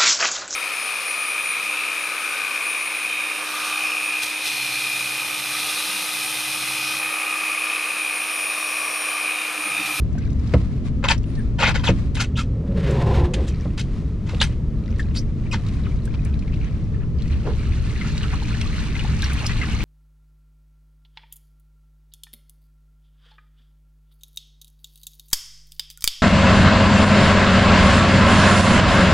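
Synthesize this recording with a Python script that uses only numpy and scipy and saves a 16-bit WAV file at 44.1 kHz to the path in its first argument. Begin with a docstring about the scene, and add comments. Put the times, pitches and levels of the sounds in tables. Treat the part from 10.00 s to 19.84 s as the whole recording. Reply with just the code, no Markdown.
"""A cast net is hauled aboard a small boat: its line rustles and drips, then the net lifts and water pours off.
The water is built from noise, tiny gliding tones, bubbles and single ringing drops.
Wet soles scuff, judder and squeak from slipping contacts, and footfalls ring the modes of the hollow deck.
A gust of shaped noise with sinking moans brushes the microphone, and a faint thin tone sounds briefly.
Behind it all lie a low engine rumble with wavering hum lines and the soft hiss of open air."""
import sys
import numpy as np
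from scipy import signal
from scipy.fft import rfft, irfft
from scipy.io import wavfile
from scipy.ndimage import uniform_filter1d, map_coordinates

SR = 44100
rng = np.random.default_rng(int(sys.argv[2]) if len(sys.argv) > 2 else 0)


def unload_wav(signal):
    """Save mono or channel-first audio to the path in sys.argv[1] as 16-bit WAV at rate SR, clipped to [-1, 1]."""
    wavfile.write(
        sys.argv[1],
        SR,
        np.round(np.clip(np.atleast_2d(signal).T, -1, 1) * 32767).astype(np.int16),
    )


N = 433944  # length in samples
TIME = np.arange(N) / SR
EDGE_HZ = 15700  # nothing sounds above this

# Tone colour of splashing water. Each row: frequency in Hz, relative level in dB per Hz.
SPLASH_COLOUR = [(300, -36.5), (500, -16), (650, -15), (860, -6.5), (1200, -5), (1800, -3.5), (2500, -3),
                 (3200, -8.5), (4200, -7), (5000, -12), (6300, -12.5), (7000, -18.5), (9500, -22.5),
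                 (11500, -33.5), (15500, -38)]
# Tone colour of a sole rubbing on the deck. Each row: frequency in Hz, relative level in dB per Hz.
SOLE_COLOUR = [(240, -35.5), (400, -18), (503, 0.5), (653, -9), (1030, 0), (1190, -5.5), (1340, -1.5),
               (1630, -2.5), (2090, -2.5), (3970, -6.5), (6090, -14), (7790, -20.5), (15500, -46)]


def amp(db):
    """Turns decibels into gain."""
    return 10 ** (np.asarray(db) / 20)


def unit(x):
    """Scales a sound to an rms (average strength) of one."""
    return x / np.sqrt(np.mean(x ** 2) + 1e-20)


def read(points, hz):
    """Reads a table between its rows on a log-frequency axis."""
    f, value = np.transpose(points)
    return np.interp(np.log(hz + 1), np.log(f + 1), value)


def add(mix, s, sound):
    """Mixes a sound in at time s."""
    part = mix[..., max(round(s * SR), 0):][..., :sound.shape[-1]]
    part += sound[..., :part.shape[-1]]


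def colour(x, spectrum, tilt_db=0):
    """Filters x by a spectrum, tilted in dB per octave between 500 and 9000 Hz, at unit rms."""
    hz = np.fft.rfftfreq(x.shape[-1], 1 / SR)
    octaves = np.log2(np.clip(hz, 500, 9000) / 2000)
    gain = amp(read(spectrum, hz) + tilt_db * octaves)
    return unit(irfft(rfft(x) * gain, x.shape[-1]))


def diffuse(pair):
    """Turns two unrelated signals into a left and right whose likeness depends on frequency."""
    # How alike the two channels are. Each row: frequency in Hz, likeness from 0 to 1.
    likeness = [(20, 0), (60, 0.76), (130, 1), (500, 0.9), (1200, 0.54), (3000, 0.3), (7000, 0.25),
                (13000, 0.4)]
    same = np.clip(read(likeness, np.fft.rfftfreq(N, 1 / SR)), 0, 1)
    mid, side = rfft(pair) * np.sqrt([1 + same, 1 - same])
    return irfft(np.array([mid + side, mid - side]), N)


def noise(spectrum):
    """Makes diffuse stereo noise of a given colour."""
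    return colour(diffuse(rng.standard_normal((2, N))), spectrum)


def wander(rate, size=N):
    """Drifts at random between new values, about rate of them a second, at an rms near one."""
    knots = rng.standard_normal(4096)
    return map_coordinates(knots, [np.arange(size) * rate / SR], order=1, mode="wrap") * np.sqrt(3 / 2)


def clicks(rate, spread_db, size=N):
    """Scatters random clicks of either sign: many small, a few large."""
    chance, strength, sign = rng.random((3, size))
    size_db = spread_db * np.minimum(-np.log(1 - strength), 4)
    return (chance < rate / SR) * np.sign(sign - .5) * amp(size_db)


def swell(s, rise_db_per_s, hold, fall_db_per_s):
    """Gain over time that builds to one at s, holds, and dies away."""
    early, late = np.maximum(s - TIME, 0), np.maximum(TIME - s - hold, 0)
    return amp(-rise_db_per_s * early - fall_db_per_s * late)


def chirps(rate, spread_db, cycles, glide, top_hz, count=32):
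    """A stereo cloud of tiny dying tones of many pitches, each gliding for a few cycles."""
    out = np.zeros((2, N))
    for hz in np.geomspace(600, min(top_hz, 14000), count):
        life = cycles * rng.uniform(0.18, 2.56) / hz
        u = np.arange(int(life * SR) + 4) / (life * SR)  # age as a share of its life
        tone = np.sin(2 * np.pi * hz * life * u * (1 + glide * u))
        ping = tone * amp(-45 * u) * (1 - np.exp(-30 * u))
        sound = signal.oaconvolve(clicks(rate / count, spread_db) * hz, ping / np.sqrt(life * hz))[:N]
        out[0] += sound
        out[1] += np.roll(sound, rng.integers(5, 40)) * rng.choice([-1, 1])
    return unit(diffuse(out))


def splat(hz, size, skirt_db=12):
    """Noise centred on a pitch, falling off per octave to both sides and dull at the very top."""
    grains = colour(rng.standard_normal(size), [(hz / 8, -3 * skirt_db), (hz, 0), (hz * 8, -3 * skirt_db)])
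    return colour(grains, [(9000, 3.5), (15000, -9)])


def hand_line(rustle_db=-2, trickle_db=-3):
    """With each pull the wet line rustles through the hands and sheds drops into the water."""
    # Pulls and coils. Each row: middle in seconds, length in seconds, relative rustle and shed drops in dB.
    pull_rows = [(0.25, 0.26, -58, -51), (0.532, 0.21, -46, -56), (0.604, 0.025, -46.5, -57),
                 (0.649, 0.021, -49, -57), (0.75, 0.12, -53, -62), (0.868, 0.037, -42, -66),
                 (1.363, 0.21, -51.5, -57), (1.973, 0.17, -44, -62), (3.434, 0.11, -43.5, -50),
                 (3.6, 0.24, -49, -48), (3.965, 0.21, -49, -66), (4.407, 0.22, -42.5, -66),
                 (5.003, 0.37, -56.5, -48.5), (5.662, 0.43, -47, -52.5), (5.89, 0.12, -58, -59),
                 (6.236, 0.74, -56.5, -50), (6.72, 0.31, -54, -55)]
    # Tone colour of the rustle. Each row: frequency in Hz, relative level in dB per Hz.
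    rustle_colour = [(410, -31), (700, 1), (859, -9.5), (1020, 1.5), (1590, -5.5), (2030, -3), (3260, -8.5),
                     (3950, -7), (4270, -9), (9330, -20.5), (15000, -42.5)]
    edge_db, sleeves_db = -7, -64.5  # level at the ends of a pull; sleeves still rustle between pulls
    rubbing, shedding = amp(sleeves_db) * hush(), 0
    for s, length, rub_db, drops_db in pull_rows:
        arch = amp(edge_db * np.minimum((2 * (TIME - s) / length) ** 2, 20))
        rubbing = rubbing + amp(rub_db) * arch
        shedding = shedding + amp(drops_db) * arch
    fibres = diffuse(np.array([clicks(4000, 3.5), clicks(4000, 3.5)])) * amp(1.3 * wander(55))
    rustle = colour(fibres, rustle_colour) * rubbing * amp(rustle_db)
    drops = chirps(rate=400, spread_db=3.5, cycles=20, glide=.05, top_hz=6000)
    patter = colour(drops, SPLASH_COLOUR, -1)
    return rustle + patter * shedding * amp(trickle_db)


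def pour(wash_db=-4, spray_tilt_db=2.5, surge_db=1):
    """Streams from the net break into dense drops, rising bubbles, gurgles and a fine wash."""
    # The pour swells and slackens as the net shifts.
    # Each row: middle in seconds, length in seconds, change in dB.
    surge_rows = [(8.075, 0.17, 2.5), (8.874, 0.17, -0.5), (9.09, 0.3, -1.5)]
    # The net clears the water; the pour starts weak and grows as more mesh hangs in the air.
    lift_s, ramp_s, grow_s = 7.13, 0.13, 0.96
    full_db, start_db = -32.5, -17  # start_db is added to full_db at first
    spray = chirps(rate=4500, spread_db=3.4, cycles=9, glide=.05, top_hz=12500)
    plops = chirps(rate=520, spread_db=3.2, cycles=25, glide=.1, top_hz=4000)
    wash = diffuse(rng.standard_normal((2, N)))
    fine = colour(spray + amp(wash_db) * wash, SPLASH_COLOUR, spray_tilt_db)
    water = unit(fine + colour(plops, SPLASH_COLOUR) + amp(-3) * gurgles())
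    lifted = np.maximum(TIME - lift_s, 0)
    flow = np.minimum(lifted / ramp_s, 1) * amp(full_db + start_db * np.exp(-lifted / grow_s))
    shifts_db = sum(db * np.exp(-(2 * (TIME - s) / length) ** 2) for s, length, db in surge_rows)
    return water * flow * amp(shifts_db + surge_db * wander(35))


def gurgles(low_hz=750, high_hz=4200, clump_db=5, clumps_per_s=30, count=9):
    """Each stream churns up bubbles of its own size, in clumps that come and go."""
    hz = np.fft.rfftfreq(N, 1 / SR)
    churn, out = rfft(diffuse(rng.standard_normal((2, N)))), 0
    for centre in np.geomspace(low_hz, high_hz, count):
        band = irfft(churn / (1 + (10 * (hz / centre - 1)) ** 2), N)
        out = out + band * amp(clump_db * np.clip(wander(clumps_per_s), -2, 2))
    return colour(out, SPLASH_COLOUR)


def slop():
    """One low slop of noise as the net's load breaks the surface beside the hull."""
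    # Tone colour of the slop. Each row: frequency in Hz, relative level in dB per Hz.
    slop_colour = [(150, -30.5), (300, -2), (430, 11.5), (650, -4), (1300, -9), (2200, -22), (6000, -31),
                   (15000, -76)]
    return noise(slop_colour) * amp(-24.5) * swell(7.472, rise_db_per_s=620, hold=0.0054, fall_db_per_s=286)


def splashes(level_db=0, skirt_db=16, attack_s=0.0061, t60=.063, wash_db=-12):
    """A clump of water falls back and breaks into a brief crowd of bubbles of about one size."""
    # Soft splashes. Each row: start in seconds, level in dB, length in seconds, centre in Hz.
    splash_rows = [(.208, -48, 0.027, 2190), (.46, -51, .07, 2300), (4.493, -50, .04, 2080),
                   (5.45, -46, .025, 1790), (5.842, -44, .03, 1900), (6.138, -43, 0.015, 3150),
                   (6.25, -46, 0.033, 1680), (6.518, -46, 0.027, 2580), (6.602, -47, 0.087, 2180),
                   (6.935, -49, 0.035, 1690), (7, -46, 0.041, 1220), (7.18, -49, .05, 3600),
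                   (7.319, -44.5, 0.023, 2420), (8.005, -36, .025, 2000), (8.235, -37, .025, 1400),
                   (8.319, -34.5, 0.027, 1100), (9.077, -42, .03, 1100), (9.293, -35, 0.023, 1510),
                   (9.42, -36.5, .025, 850), (9.49, -34, 0.032, 2100), (9.612, -31.5, 0.034, 1700)]
    out, t = np.zeros((2, N)), np.arange(SR // 5) / SR
    crowd = chirps(rate=1500, spread_db=2.5, cycles=26, glide=.08, top_hz=6000)
    crowd = crowd + amp(wash_db) * unit(diffuse(rng.standard_normal((2, N))))
    for s, db, length, hz in splash_rows:
        size = [(hz / 8, -4 * skirt_db), (hz / 2, -skirt_db), (hz, 0), (hz * 2, -skirt_db), (hz * 8, -3 * skirt_db)]
        bubbles = colour(np.roll(crowd, -round(s * SR), axis=1)[:, :len(t)], size)
        fade_db = -60 * np.maximum(t - length, 0) / t60
        add(out, s, bubbles * np.minimum(t / attack_s, 1) * amp(db + level_db + fade_db))
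    return out


def drips(level_db=-5, t60=0.023, splat_db=2):
    """Each single large drip makes a splat and a brief ring."""
    # Sharp drips. Each row: start in seconds, relative level in dB, ring in Hz.
    drip_rows = [(.127, -45, 6000), (0.183, -37, 5930), (.252, -43, 3650), (.304, -44, 5500),
                 (.33, -43, 6300), (.395, -41, 4970), (.475, -41, 5200), (1.179, -34, 5670),
                 (1.232, -41, 4360), (1.24, -41, 2850), (1.353, -37.5, 4300), (2.909, -29, 7430),
                 (4.346, -29, 2820), (5.665, -33, 3950), (5.686, -32.5, 4170), (6.053, -33.5, 8400),
                 (6.249, -32, 8060), (6.392, -37, 4250), (7.221, -35, 4130), (7.279, -36, 4400),
                 (8.178, -23.5, 3900), (8.231, -24.5, 3020), (8.613, -17, 2700), (8.993, -28, 2810),
                 (9.221, -17, 4020), (9.333, -25, 9550), (9.465, -15.5, 5500)]
    out, t = np.zeros(N), np.arange(SR // 20) / SR
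    for s, db, hz in drip_rows:
        hit = np.sin(2 * np.pi * hz * t) + amp(splat_db) * splat(hz, len(t))
        add(out, s, hit * (1 - np.exp(-t / 0.00028)) * amp(db + level_db - 60 * t / t60))
    return out


def blips(level_db=3, t60=0.038, rise_per_s=2, splash_db=-5):
    """A large drop splashes and leaves a bubble that rings and climbs in pitch."""
    # Single large bubbles. Each row: start in seconds, relative level in dB, starting pitch in Hz.
    blip_rows = [(.15, -35, 675), (0.179, -37.5, 1500), (5.866, -33, 1214), (6.0752, -37, 1600),
                 (6.422, -39, 2400), (6.477, -36.5, 2190), (6.539, -38, 2580), (6.631, -41, 2360),
                 (8.012, -27, 2050), (8.047, -27.5, 1290), (8.42, -32, 890), (8.545, -27, 1710),
                 (8.952, -25.5, 2020), (8.993, -27, 2840), (9.047, -25, 854), (9.493, -24, 1860),
                 (9.614, -22, 2050)]
    out, t = np.zeros(N), np.arange(SR // 12) / SR
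    for s, db, hz in blip_rows:
        ring = np.sin(2 * np.pi * hz * t * (1 + rise_per_s * t)) + amp(splash_db) * splat(hz, len(t))
        add(out, s, ring * (1 - np.exp(-t / 0.0015)) * amp(db + level_db - 60 * t / t60))
    return out


def scuffs(slips_per_s=3200, spread_db=3.3, judder_db=2.3, chirp_db=0):
    """A sole drags over the gritty deck: an uneven burst of tiny slips and rubbery chirps."""
    # Sole scuffs. Each row: start in seconds, level in dB, length in seconds, brightness in dB per octave.
    scuff_rows = [(0.536, -23, 0.0031, -3.5), (1.024, -36, 0.012, -5), (1.037, -20, 0.011, -3.5),
                  (1.077, -24, 0.021, 0.5), (1.084, -19.5, 0.0074, 2.5), (1.102, -17.5, 0.0097, 0.5),
                  (1.113, -28, 0.0049, -3), (1.58, -24.5, 0.024, -1), (1.592, -19, 0.058, -3),
                  (1.659, -20, 0.037, -1.5), (1.739, -21, 0.022, -2), (1.791, -37.5, 0.021, -2),
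                  (1.831, -24.5, 0.024, 0.5), (1.868, -19.5, 0.016, -2.5), (2.142, -35, 0.016, 6),
                  (2.162, -30, 0.019, 0), (2.193, -23, 0.02, 3.5), (2.227, -35, 0.0081, 3),
                  (2.359, -29, 0.042, 5), (2.848, -36.5, 0.024, -2.5), (3.334, -27, 0.0083, 4),
                  (3.461, -42, 0.035, 8.5), (3.774, -28.5, 0.008, 2), (3.791, -32, 0.011, 6.5),
                  (4.249, -41, 0.071, 1), (4.409, -17.5, 0.012, 3), (4.421, -31.5, 0.015, 5),
                  (4.976, -44.5, 0.021, 7), (4.996, -40.5, 0.0047, 4.5), (5.137, -35, 0.044, 6),
                  (5.517, -32, 0.031, -0.5), (6.135, -41, 0.0077, -3)]
    # The sole presses down for a share of each scuff; a longer slide fades more slowly, up to a limit.
    press_share, fade_per_length, longest_fade_s = 0.39, 10.5, 0.11
    out, t = np.zeros((2, N)), np.arange(SR // 3) / SR
    rubber = chirps(rate=2300, spread_db=2.5, cycles=21.7, glide=-0.088, top_hz=10940)
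    for s, db, length, bright_db in scuff_rows:
        slips = unit(clicks(slips_per_s, spread_db, size=len(t)))
        squeal = amp(chirp_db) * rubber[:, round(s * SR):][:, :len(t)]
        rub = colour(slips + squeal, SOLE_COLOUR, bright_db)
        fade = min(fade_per_length * length, longest_fade_s)
        press = np.minimum(t / (press_share * length), 1) ** 2
        press = press * amp(-60 * np.maximum(t - length, 0) / fade)
        add(out, s, rub * press * amp(db + judder_db * wander(147, size=len(t))))
    return out


def judder(t60=0.009, uneven_db=3, grit_db=2, stray=0.11):
    """A sole grips and lets go in a quick run of slips, each a short gritty ring: a rubbery croak."""
    start_s, length_s, level_db = 1.612, 0.08, -20
    slips_per_s, ring_hz = 250, 2270  # average rate and pitch; each slip strays a little
    run, t = np.zeros(int(length_s * SR)), np.arange(SR // 100) / SR
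    for s in np.arange(0, length_s, 1 / slips_per_s):
        late, detune, force = rng.standard_normal(3)
        tone = np.sin(2 * np.pi * ring_hz * (1 + stray * detune) * t)
        slip = tone + amp(grit_db) * splat(ring_hz, len(t))
        add(run, s + stray * late / slips_per_s, slip * amp(uneven_db * force - 60 * t / t60))
    out = np.zeros(N)
    add(out, start_s, amp(level_db) * colour(run * signal.windows.tukey(len(run), .7), SOLE_COLOUR))
    return out


def squeaks(jitter=0.071, level_db=1, count=6):
    """Wet rubber sticks and slips at an unsteady, gliding pitch."""
    # Squeaks. Each row: start in seconds, length in seconds, relative level in dB, start pitch in Hz,
    # end pitch in Hz, step from each overtone to the next in dB.
    squeak_rows = [(1.099, 0.021, -21, 950, 866, -3.5), (1.368, 0.043, -48, 1750, 1590, -20),
                   (1.864, 0.03, -22.5, 3930, 2195, -18), (2.196, 0.018, -25.5, 1570, 1290, -6),
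                   (2.353, 0.032, -36.5, 2780, 4080, -18), (2.373, 0.05, -32.5, 1400, 1268, -9),
                   (4.401, 0.0073, -23.5, 3440, 4040, -21), (4.414, 0.0087, -23.5, 1370, 1660, -12),
                   (4.416, 0.011, -19.5, 3140, 3300, -20), (4.994, 0.0071, -27, 2020, 1540, -19),
                   (5.155, 0.027, -35, 4600, 5300, -22), (5.168, 0.032, -34, 4040, 6000, -24),
                   (5.511, 0.017, -33.5, 2850, 2620, -8.5), (5.523, 0.03, -29.5, 1305, 795, -1.5),
                   (9.226, 0.012, -31, 1770, 1500, -18), (9.239, 0.011, -30.5, 6920, 3460, -19),
                   (9.457, 0.014, -30, 4640, 6070, -26)]
    out = np.zeros(N)
    for s, length, db, start_hz, end_hz, overtone_db in squeak_rows:
        hz = np.geomspace(start_hz, end_hz, max(int(length * SR), 8))
        phase = 2 * np.pi * np.cumsum(hz * (1 + jitter * wander(1448, size=len(hz)))) / SR
        tone = 0
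        for k in range(count):
            audible = (k + 1) * hz < EDGE_HZ
            tone = tone + amp(overtone_db * k) * np.sin((k + 1) * phase) * audible
        add(out, s, amp(db + level_db) * unit(tone * signal.windows.tukey(len(hz), .5)))
    return out


def steps(thud_db=-3, slap_db=-4, slap_t60=0.085):
    """Each footfall slaps and rings the hollow deck; a longer contact weakens the high modes."""
    # Footfalls. Each row: start in seconds, level in dB, contact time in seconds.
    step_rows = [(.538, -6, 0.0011), (.562, -37, 0.0057), (1.098, -18.5, 0.0059), (1.678, -16, 0.0032),
                 (1.889, -6, 0.0024), (1.905, -11, 0.0074), (3.654, -19, 0.0021), (4.333, -20, 0.0021),
                 (5.535, -17, 0.0084)]
    # Deck modes. Each row: average frequency in Hz, relative level in dB, time to fall 60 dB in seconds.
    deck_modes = [(51.2, -4, 0.37), (79.9, 1.5, 0.32), (116.4, 3, 0.18), (178.8, -5, 0.33),
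                  (257.7, -9.5, 0.32), (318.5, -12, 0.24), (473, -1.5, 0.078), (541, -3.5, 0.071),
                  (666, -14, 0.13), (957, -17.5, 0.078), (1270, -14.5, 0.11), (1940, -3, 0.019)]
    # Slap of a shoe. Each row: frequency in Hz, relative level in dB per Hz.
    slap_colour = [(100, 9), (450, 3), (1100, -5), (2000, -24), (4000, -40), (8000, -52), (15000, -80)]
    out, t = np.zeros(N), np.arange(SR // 2) / SR
    for s, db, contact in step_rows:
        slap = colour(rng.standard_normal(len(t)), slap_colour)
        ring = slap * amp(slap_db - 60 * t / slap_t60) / np.hypot(1, 700 * contact)
        for hz, mode_db, t60 in deck_modes:
            # each step detunes the mode a little
            swing = np.sin(2 * np.pi * (hz * rng.uniform(0.98, 1.04) * t + rng.random()))
            swing = swing * (1 - np.exp(-2 * hz * t))
            ring = ring + swing * amp(thud_db + mode_db - 60 * t / t60) / np.hypot(1, hz * contact)
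        add(out, s, amp(db) * ring * (1 - np.exp(-t / contact)))
    return out


def gust(flutter_db=0.96, flap_db=2.0, flaps_per_s=90, rush_db=-3, hollow_arch_db=4):
    """Air rushes over the microphone with sinking moans, a hollow band and flapping hiss, and buffets it."""
    # Gusts. Each row: full strength reached in seconds, hold in seconds, build-up in dB per second,
    # then relative levels of rush, hollow band and hiss in dB.
    gust_rows = [(2.899, 0.36, 46, -26, -33, -38), (3.386, 0.02, 200, -27.5, -42.5, -45)]
    # Sinking resonances. Each row: start in Hz, end in Hz, width in Hz, level relative to the rush in dB.
    moan_rows = [(187, 63, 30, 3.5), (449, 345, 70, -7), (560, 510, 64, -8.5)]
    # Tone colours of the four kinds of air noise. Each row: frequency in Hz, relative level in dB per Hz.
    rush_colour = [(120, -29), (200, 2), (280, -9), (360, 2.5), (440, -3), (530, -4), (640, -14),
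                   (830, -21), (1040, -18), (1500, -39), (3000, -62)]
    hollow_colour = [(500, -32), (700, 5.5), (830, 2), (930, 1.5), (1040, 4), (1200, -38), (1800, -57)]
    hiss_colour = [(600, -19), (1100, 1), (1450, 1), (1780, 4), (2000, 0), (2250, 0), (2450, -2), (2680, 0),
                   (3050, -4.5), (3600, -3.5), (5000, -11.5), (9000, -22), (15000, -44)]
    buffet_colour = [(20, -37), (45, -59), (60, 15), (85, -4), (125, 2.5), (190, -14.5), (350, -20.5),
                     (900, -82)]
    moan_start_s, moan_end_s = 2.76, 3.24
    # The hiss leads the rush and the hollow band opens late and fast; both build faster by these factors.
    hiss_lead_s, hiss_build, longest_lag_s, hollow_build = 0.036, 2.3, 0.06, 4.5
    rush_fall, treble_fall = 151, 380  # dB per s: the treble dies faster than the body
    rush = hollow = hiss = 0
    for s, hold, build, body_db, hollow_db, hiss_db in gust_rows:
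        lag = min(longest_lag_s, hold / 2)
        arch = amp(hollow_arch_db * np.exp(-((TIME - s - lag / 2 - hold / 2) / (hold / 2)) ** 2))
        rush += amp(body_db) * swell(s, build, hold, rush_fall)
        hollow += amp(hollow_db) * arch * swell(s + lag, hollow_build * build, hold - lag, treble_fall)
        hiss += amp(hiss_db) * swell(s - hiss_lead_s, hiss_build * build, hold + hiss_lead_s, treble_fall)
    air = amp(rush_db) * noise(rush_colour)
    for start_hz, end_hz, width, db in moan_rows:
        hz = np.interp(TIME, [moan_start_s, moan_end_s], [start_hz, end_hz])
        phase = 2 * np.pi * np.cumsum(hz) / SR
        air = air + amp(db) * (wander(width) * np.cos(phase) + wander(width) * np.sin(phase))
    air = air * rush + noise(hollow_colour) * hollow * amp(rush_db)
    air = air + noise(hiss_colour) * hiss * amp(flap_db * wander(flaps_per_s))
    # the buffeting grows harder and harder until it drops
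    buffet = amp(-13) * swell(3.22, rise_db_per_s=49, hold=0.044, fall_db_per_s=398)
    return (air * amp(flutter_db * wander(70)) + noise(buffet_colour) * buffet).mean(0)


def whistle(level_db=-64, flicker_db=4):
    """A thin, faint, flickering tone that sinks in pitch and turns up again."""
    start_s, length_s, turn_s = 1.25, .2, .125  # turn_s: seconds until the pitch turns up
    start_hz, low_hz = 10000, 8900  # course of the pitch, around which it jitters
    out, t = np.zeros(N), np.arange(int(length_s * SR)) / SR
    pitch = low_hz + (start_hz - low_hz) * (1 - t / turn_s) ** 2
    phase = 2 * np.pi * np.cumsum(pitch * (1 + .007 * wander(900, size=len(t)))) / SR
    level = amp(level_db + flicker_db * wander(70, size=len(t)))
    add(out, start_s, level * np.sin(phase) * signal.windows.tukey(len(t), .25))
    return out


def engine(rumble_db=-22, drift=0.008, waver_db=2):
    """A dull rumble through the hull with a few wavering hum lines and a low tone that drops in level."""
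    # Engine and hull rumble. Each row: frequency in Hz, relative level in dB per Hz.
    rumble_colour = [(8.8, -30), (15, 1), (43, 0.5), (65, 1.5), (92, -2.5), (152, -5), (187, -10),
                     (222, -8.5), (252, -17), (277, -14.5), (363, -23), (438, -23.5), (467, -28.5),
                     (650, -37), (840, -81), (1430, -120)]
    # Hum lines. Each row: average frequency in Hz, average level in dB.
    hum_lines = [(70, -32), (111, -35), (158, -40), (224, -43)]
    drone_hz, early_db, late_db, drop_s = 260, -39.5, -57, 2.67
    turn = 2 * np.pi * np.cumsum(1 + drift * wander(5)) / SR  # all pitches drift together
    hum = sum(amp(db + waver_db * wander(6)) * np.sin(hz * turn) for hz, db in hum_lines)
    # the drop is smoothed over half a second
    drone_db = uniform_filter1d(np.where(TIME < drop_s, float(early_db), late_db), SR // 2)
    drone = amp(drone_db + waver_db * wander(9)) * np.sin(drone_hz * turn)
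    return amp(rumble_db) * noise(rumble_colour) + np.sqrt(2) * (hum + drone)


def open_air(level_db=-51.5):
    """Steady noise for the open air over the water, dipping slightly around the gust."""
    # Tone colour of the air. Each row: frequency in Hz, relative level in dB per Hz.
    air_colour = [(290, -28), (500, 1), (576, 0), (835, -6), (1320, -5), (1540, -14), (1650, -9.5),
                  (6210, -22.5), (12300, -38.5), (15000, -48)]
    return amp(level_db) * noise(air_colour) * hush()


def hush(depth_db=-1):
    """Gain of the steady hiss and sleeve rustle, which dips slightly around the gust."""
    return amp(depth_db * swell(2.5, rise_db_per_s=91, hold=0.57, fall_db_per_s=91))


def boat(x, wet_db, t60):
    """Deck and gunwales scatter a near sound into a short tail, different at each side."""
    t = np.arange(SR // 6) / SR
    sparse = rng.standard_normal((2, len(t))) * (rng.random((2, len(t))) < .1)
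    taps = sparse * amp(-60 * t / t60) * (t > .001)
    taps *= amp(wet_db) / np.linalg.norm(taps, axis=1, keepdims=True)
    taps[:, 0] = 1  # the direct sound
    taps /= np.linalg.norm(taps[0])
    return signal.oaconvolve(np.atleast_2d(x), taps, axes=1)[:, :N]


def aside(pair, ports, delay, diffuse_db):
    """A near sound from the right reaches that microphone port sooner; the two ports are tinted differently."""
    hz, mid = np.fft.rfftfreq(2 * N, 1 / SR), pair.mean(0)
    tint = amp(read(ports, hz) / 2)
    near = mid + amp(diffuse_db) * (pair - mid)
    filters = np.array([tint * np.exp(-2j * np.pi * hz * delay), 1 / tint])
    return irfft(rfft(near, 2 * N) * filters)[:, :N]


def sides(lean_db):
    """Left and right gains for a sound that leans to the left."""
    return amp([[lean_db / 2], [-lean_db / 2]])


def narrow(pair, narrow_db=-25.5, top_hz=9000):
    """The stereo image closes up below the treble shortly before the gust and slowly opens again."""
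    side = (pair[0] - pair[1]) / 2
    below = irfft(rfft(side) / (1 + (np.fft.rfftfreq(N, 1 / SR) / top_hz) ** 2), N)
    width = amp(narrow_db * swell(2.29, rise_db_per_s=200, hold=0.31, fall_db_per_s=6.5))
    return pair - np.array([below, -below]) * (1 - width)


def scene():
    """Line, net and feet over the engine and the open air."""
    # Water beside the boat at the two microphone ports. Each row: frequency in Hz, left minus right in dB.
    water_ports = [(60, 1.0), (99, 0.5), (160, 1.5), (270, 1.0), (450, 2.0), (740, 1.5), (1220, -2),
                   (2010, 1), (3330, 0.5), (5500, -1.5), (9080, -2.5), (15000, -4)]
    # Feet on the deck at the two ports. Each row: frequency in Hz, left minus right in dB.
    deck_ports = [(200, -2), (500, 0), (1200, 1.5), (2500, 3.5), (4500, 1), (8000, -1), (13000, -4)]
    line = aside(hand_line(), water_ports, delay=.00003, diffuse_db=-1.5) * sides(lean_db=2)
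    drops = boat(drips() + blips(), wet_db=-7, t60=.06)
    water = pour() + slop() + splashes() + drops
    water = aside(water, water_ports, delay=.000046, diffuse_db=-2.5)
    feet = boat(scuffs() + judder(), wet_db=-4, t60=0.063) + boat(squeaks(), wet_db=-1.5, t60=0.071)
    feet = aside(feet, deck_ports, delay=.000027, diffuse_db=-4.5)
    deck = boat(steps(), wet_db=-20, t60=.1)
    background = (engine() + open_air()) * sides(lean_db=1.07)
    return narrow(line + water + feet + deck + gust() + whistle() + background)


def record(dry):
    """Cuts off everything above the band edge with a steep low-pass filter."""
    low_pass = signal.firwin(511, EDGE_HZ, window=("kaiser", 9), fs=SR)
    return signal.oaconvolve(dry, low_pass[None], "same")


dry = scene()
out = record(dry)
unload_wav(out)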